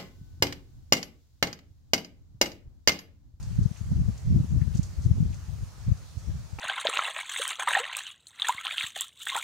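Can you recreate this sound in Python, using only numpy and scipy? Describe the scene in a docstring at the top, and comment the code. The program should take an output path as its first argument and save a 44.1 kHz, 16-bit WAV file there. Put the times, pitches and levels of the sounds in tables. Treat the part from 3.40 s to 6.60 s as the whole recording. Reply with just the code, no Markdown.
"""A dove pecks at a heap of cut wheat straw outdoors: faint dry crackles and a few light knocks.
Each snapping stalk releases a cluster of fibre clicks, the scuffing beak excites a broad resonance,
and near the end something hollow is struck and rings briefly. Much louder, gusts and eddies of wind
buffet the two microphone ports, each in its own way, over the steady hiss of a quiet field."""
import sys
import numpy as np
from scipy import signal
from scipy.fft import rfft, irfft
from scipy.io import wavfile
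from scipy.ndimage import uniform_filter1d

SR = 44100
rng = np.random.default_rng(int(sys.argv[2]) if len(sys.argv) > 2 else 0)


def log_audio(samples):
    """Write samples as a 16-bit WAV file to the path given in sys.argv[1]."""
    # one column per channel
    frames = np.atleast_2d(samples).T
    # limit to full scale, then quantise
    limited = np.clip(frames, -1, 1)
    pcm = np.round(limited * 32767).astype(np.int16)
    wavfile.write(sys.argv[1], SR, pcm)


N = 141120

# Single eddies. Each row: centre time in seconds, level in dB, frequency in Hz,
# port (0 left, 1 right), level of the breakup in dB relative to the eddy.
EDDIES = [(.191,-6.5,138,1,-28), (.26,-6,118,0,-26), (0.315,-20,130,0,-25), (0.415,-18,109,0,-26),
          (0.519,-10.5,132,1,-22), (0.567,-10.5,100,0,-26), (0.617,-12.5,123,1,-26),
          (.688,-10.5,104,0,-17.5), (0.949,-12,118,1,-18), (.963,-8,146,0,-21.5), (1.009,-12,123,1,-21),
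          (1.045,-18.5,184,0,-15), (1.178,-9,83.5,0,-20.5), (1.221,-7.5,125,0,-27), (1.355,-12,118,0,-19),
          (1.396,-8,143,1,-24.5), (1.59,-16,70.6,0,-23.5), (1.663,-6.5,101,0,-22), (1.714,-5.5,105,0,-29),
          (1.781,-11.5,126,1,-15.5), (1.807,-8.5,138,0,-26), (1.828,-10,131,0,-27), (2.235,-19.5,93,0,-24),
          (2.488,-14.5,104,1,-19.5), (2.521,-7,104,0,-26.5), (2.776,-19.5,91,1,-23.5),
          (3.135,-22.5,91,0,-21.5)]
PUFF_S = 0.0097  # Gaussian width of an eddy's breakup


def amp(db):
    """Amplitude ratio for a level in decibels."""
    return 10 ** (np.asarray(db) / 20)


def unit(x):
    """Normalisation to an rms of 1."""
    return x / np.sqrt(np.mean(x ** 2) + 1e-20)


def curve_at(points, hz):
    """Interpolation of a curve on a logarithmic frequency axis."""
    f, value = np.transpose(points)
    return np.interp(np.log(hz + 1), np.log(f + 1), value)


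def colour(x, spectrum):
    """Zero-phase filtering by a spectrum in dB."""
    return irfft(rfft(x) * amp(curve_at(spectrum, np.fft.rfftfreq(N, 1 / SR))), N)


def wander(hz):
    """Low-pass noise: an independent random drift in each channel."""
    f = np.fft.rfftfreq(N, 1 / SR)
    return unit(irfft(rfft(rng.standard_normal((2, N))) * np.exp(-(f / hz) ** 2), N))


def burst(start, rise_s, decay_s):
    """Envelope of a damped transient: a linear rise centred on the start, and exponential decay."""
    t = np.arange(N) / SR - start
    return np.clip(t / rise_s + .5, 0, 1) * np.exp(-np.maximum(t, 0) / decay_s)


def spread(x, cross, right_db):
    """Crosstalk: each port hears part of the other's sound, with the balance tipped to the right."""
    return (x + cross * x[::-1]) / np.hypot(1, cross) * amp([[-right_db / 2], [right_db / 2]])


def field_hiss():
    """Partly coherent noise: the distant wash of the field, its spectrum drifting in faint patches."""
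    # Spectrum of the hiss. Each row: frequency in Hz, relative spectral level in dB.
    spectrum = [(30, 13.5), (150, 13), (400, 3.5), (600, 4), (900, 2), (1300, 1.5), (2200, -2.5),
                (3400, -4), (4800, -2), (6500, -1), (8000, -6.5), (10000, -10.5), (15500, -16.5)]
    # Likeness of the two channels. Each row: frequency in Hz, correlation from 0 to 1.
    correlation = [(100, 0.37), (1400, 0.41), (2600, 0.16), (5500, 0.26), (14000, .02)]
    # Balance of the hiss. Each row: frequency in Hz, left minus right in dB.
    balance = [(200, -3), (1200, 0.5), (6000, -3), (10000, 0)]
    level_db, patch_db = -54, 1.5
    hz = np.fft.rfftfreq(1024, 1 / SR)
    a, b, c, d, patches = rng.standard_normal((N // 256 + 5, len(hz), 5)).T
    patches = unit(uniform_filter1d(uniform_filter1d(patches, size=12, axis=0), size=12, axis=1))
    same = np.clip(curve_at(correlation, hz), -1, 1)[:, None]
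    left = a + 1j * b
    right = same * left + np.sqrt(1 - same ** 2) * (c + 1j * d)
    tilt = amp(curve_at(balance, hz) / 2)[:, None]
    frames = np.array([left * tilt, right / tilt])
    frames *= amp(curve_at(spectrum, hz)[:, None] + patch_db * patches)
    return amp(level_db) * unit(signal.istft(frames, nperseg=1024, noverlap=768)[1][:, :N])


def turbulence(spectrum):
    """Turbulent pressure: coloured noise, uncorrelated between the ports, its slow swells evened out."""
    noise = colour(rng.standard_normal((2, N)), spectrum)
    power = uniform_filter1d(uniform_filter1d(noise ** 2, 2200, axis=1), 1100, axis=1)
    return noise / np.sqrt(power + 1e-20)


def wind():
    """Turbulent flow over the ports: a lumpy rumble follows the gusts, and flutter grows faster."""
    # Wind strength. Each row: time in seconds, left level in dB, right level in dB.
    gusts = [(0, -38.5, -37), (0.13, -28.5, -33.5), (0.225, -23.5, -28), (0.35, -45, -62),
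             (0.48, -32, -29.5), (0.59, -20.5, -25), (0.7, -28, -29.5), (0.805, -45.5, -45),
             (0.883, -23, -20), (0.96, -18, -22), (1.08, -36, -37), (1.135, -18, -21), (1.21, -24, -28),
             (1.28, -28, -51), (1.37, -29, -27.5), (1.44, -31.5, -35), (1.55, -40.5, -39.5),
             (1.675, -26, -27.5), (1.755, -34, -25), (1.835, -24, -25), (1.91, -28, -36), (1.99, -40, -40),
             (2.125, -30.5, -42), (2.22, -38, -33.5), (2.33, -50, -51), (2.44, -36.5, -40.5),
             (2.5, -20.5, -28), (2.58, -45.5, -43), (2.8, -47, -44.5), (2.874, -27.5, -38),
             (2.991, -35.5, -33.5), (3.08, -46, -50), (3.16, -44, -41.5)]
    # Spectrum of the rumble. Each row: frequency in Hz, relative spectral level in dB.
    rumble = [(15, -40), (35, -19), (60, 2), (100, -2), (150, -9), (220, -27), (320, -47.5), (600, -53),
              (1500, -83)]
    # Flutter of strong gusts. 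Each row: frequency in Hz, relative spectral level in dB.
    flutter = [(40, -10.5), (110, -5.5), (180, 4.5), (250, -12), (350, -21), (600, -39.5), (1500, -80)]
    lump_db, strong_db, flutter_offset_db, flutter_growth = 2.13, -19.5, -5, 1.94
    times, left, right = np.transpose(gusts)
    t = np.arange(N) / SR
    gust_db = np.array([np.interp(t, times, left), np.interp(t, times, right)])
    rumble_db = gust_db + lump_db * wander(hz=30.4)
    flutter_db = strong_db + flutter_offset_db + flutter_growth * (rumble_db - strong_db)
    return amp(rumble_db) * turbulence(rumble) + amp(flutter_db) * turbulence(flutter)


def flow_displacement():
    """Gain on the wind: a passing eddy briefly displaces the surrounding flow from its port."""
    dip_db = -3.5
    t, nearness = np.arange(N) / SR, np.zeros((2, N))
    for centre, _, _, port, _ in EDDIES:
        nearness[round(port)] += np.exp(-((t - centre) / (2 * PUFF_S)) ** 2)
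    return amp(dip_db * np.minimum(nearness, 1))


def eddies():
    """Each vortex is one short swing of pressure, mostly at one port, breaking up into a small puff."""
    # Breakup of an eddy. Each row: frequency in Hz, relative spectral level in dB.
    puff_spectrum = [(80, -6), (180, 7.5), (280, -9), (400, -16), (700, -25), (1500, -54)]
    width_cycles, leak_db = 0.56, -42
    t, out = np.arange(N) / SR, np.zeros((2, N))
    breakup = turbulence(puff_spectrum)
    for centre, db, hz, port, puff_db in EDDIES:
        cycles = (t - centre) * hz
        envelope = 1 / np.cosh(np.clip(cycles / width_cycles * np.pi / 2, -20, 20))
        swing = envelope * np.sin(2 * np.pi * cycles + rng.normal(0, 0.41))
        puff = amp(puff_db) * np.exp(-.5 * ((t - centre) / PUFF_S) ** 2) * breakup
        far_port = np.arange(2) != round(port)
        out += amp(db + leak_db * far_port)[:, None] * (swing + puff)
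    return out


def scatter(x):
    """Diffuse reflection from things standing around the heap: a short, exponentially decaying tail."""
    level_db, t60_s, delay_s = -6, 0.086, .003
    t = np.arange(SR // 2) / SR
    tail = rng.standard_normal((2, len(t))) * amp(-60 * t / t60_s) * (t > delay_s)
    return amp(level_db) * signal.fftconvolve(x, tail / np.linalg.norm(tail[0]), axes=1)[:, :N]


def hollow_knock():
    """Impact on a hollow body: a dull contact tick and the free decay of its damped modes."""
    # Modes of the body. Each row: frequency in Hz, relative level in dB, 60 dB decay time in seconds.
    modes = [(685, -18, 0.025), (820, 0.5, 0.039), (1150, -8, 0.038), (1290, -6, 0.047), (1860, -14, 0.02),
             (2290, -5.5, .015), (2690, -5, 0.018)]
    # Contact noise. Each row: frequency in Hz, relative spectral level in dB.
    tick_spectrum = [(400, -1), (900, -1.5), (2700, -7), (3500, -15), (12000, -28)]
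    start_s, ring_db, tick_db = 3.187, -34, -36.5
    t = np.maximum(np.arange(N) / SR - start_s, 0)
    ring = sum((-1) ** k * amp(db - 60 * t / t60) * np.sin(2 * np.pi * hz * t)
               for k, (hz, db, t60) in enumerate(modes))
    tick = unit(colour(rng.standard_normal((2, N)), tick_spectrum))
    return amp(ring_db) * ring + amp(tick_db) * burst(start_s, rise_s=0.0039, decay_s=0.0072) * tick


def pecks():
    """Friction of the beak on a stalk: a short burst of noise around one broad resonance."""
    # Dull pecks. Each row: start in seconds, level in dB, centre frequency in Hz.
    scuffs = [(0.361, -54.5, 2280), (0.385, -62, 2600), (1.214, -49.5, 1850), (1.340, -53, 3360),
              (1.36, -54, 3040), (1.416, -58, 2310), (1.929, -54, 2470)]
    width_octaves = 0.42
    f, out = np.fft.rfftfreq(N, 1 / SR) + 1, np.zeros((2, N))
    for start, db, hz in scuffs:
        resonance = np.exp(-.5 * (np.log2(f / hz) / width_octaves) ** 2)
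        noise = unit(irfft(rfft(rng.standard_normal((2, N))) * resonance, N))
        out += amp(db) * burst(start, rise_s=0.0081, decay_s=.009) * noise
    return spread(out, cross=0.54, right_db=1.0)


def fibre_clicks(per_s, spread_db):
    """Shot noise: dry fibres click at random instants, with uneven strength."""
    # Spectrum of dry straw. Each row: frequency in Hz, relative spectral level in dB.
    spectrum = [(500, -34), (2000, -36), (3300, -14.5), (4500, -3), (5500, -3), (6600, 2), (7300, -3.5),
                (8700, -9.5), (10500, -23), (15500, -25)]
    strength = amp(spread_db * np.minimum(rng.exponential(1, (2, N)), 4))
    clicks = strength * rng.choice([-1, 1], (2, N)) * (rng.random((2, N)) < per_s / SR)
    return unit(colour(clicks, spectrum))


def straw():
    """Brittle fracture: a stalk snaps in a dense clump of clicks and settles; the heap stirs faintly."""
    # Straws snapping under the beak. 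Each row: start in seconds, level in dB, decay time in seconds.
    snaps = [(0.028, -51.5, 0.012), (0.231, -49, 0.0052), (0.373, -55.5, 0.015), (0.778, -47.5, 0.0046),
             (1.35, -44.5, 0.007), (1.372, -43.5, 0.0095), (1.4302, -35.5, 0.0031), (1.618, -53, 0.024),
             (1.646, -57.5, 0.015), (1.943, -48, 0.003), (2.574, -54, 0.0058), (2.782, -54, 0.017),
             (3.197, -39, 0.0046)]
    settle_db, settle_s, stir_db = -22, 0.066, -72
    envelope = np.zeros(N)
    for start, db, decay_s in snaps:
        rise_s = .8 * decay_s  # slow snaps also start softly
        settling = amp(settle_db) * burst(start, rise_s, settle_s)
        envelope += amp(db) * (burst(start, rise_s, decay_s) + settling)
    crackle = envelope * fibre_clicks(per_s=3000, spread_db=3.6)
    stirring = amp(stir_db) * fibre_clicks(per_s=65, spread_db=2)
    return spread(crackle + stirring, cross=0.37, right_db=1.0)


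def scene():
    """Superposition of the feeding dove, its reflections, the field and the wind at the ports."""
    dove = straw() + pecks() + hollow_knock()
    return dove + scatter(dove) + field_hiss() + wind() * flow_displacement() + eddies()


def record(dry):
    """Band limiting: the microphone's second-order low cut, then the recorder's steep low-pass."""
    low_cut_hz, high_cut_hz = 18, 15820
    hz = np.fft.rfftfreq(2 * N, 1 / SR)
    high_pass = hz ** 2 / np.hypot(hz ** 2, low_cut_hz ** 2)
    cut = irfft(rfft(dry, 2 * N) * high_pass)[:, :N]
    low_pass = signal.firwin(801, high_cut_hz, window=("kaiser", 9), fs=SR)
    return signal.oaconvolve(cut, low_pass[None], "same")


dry = scene()
out = record(dry)
log_audio(out)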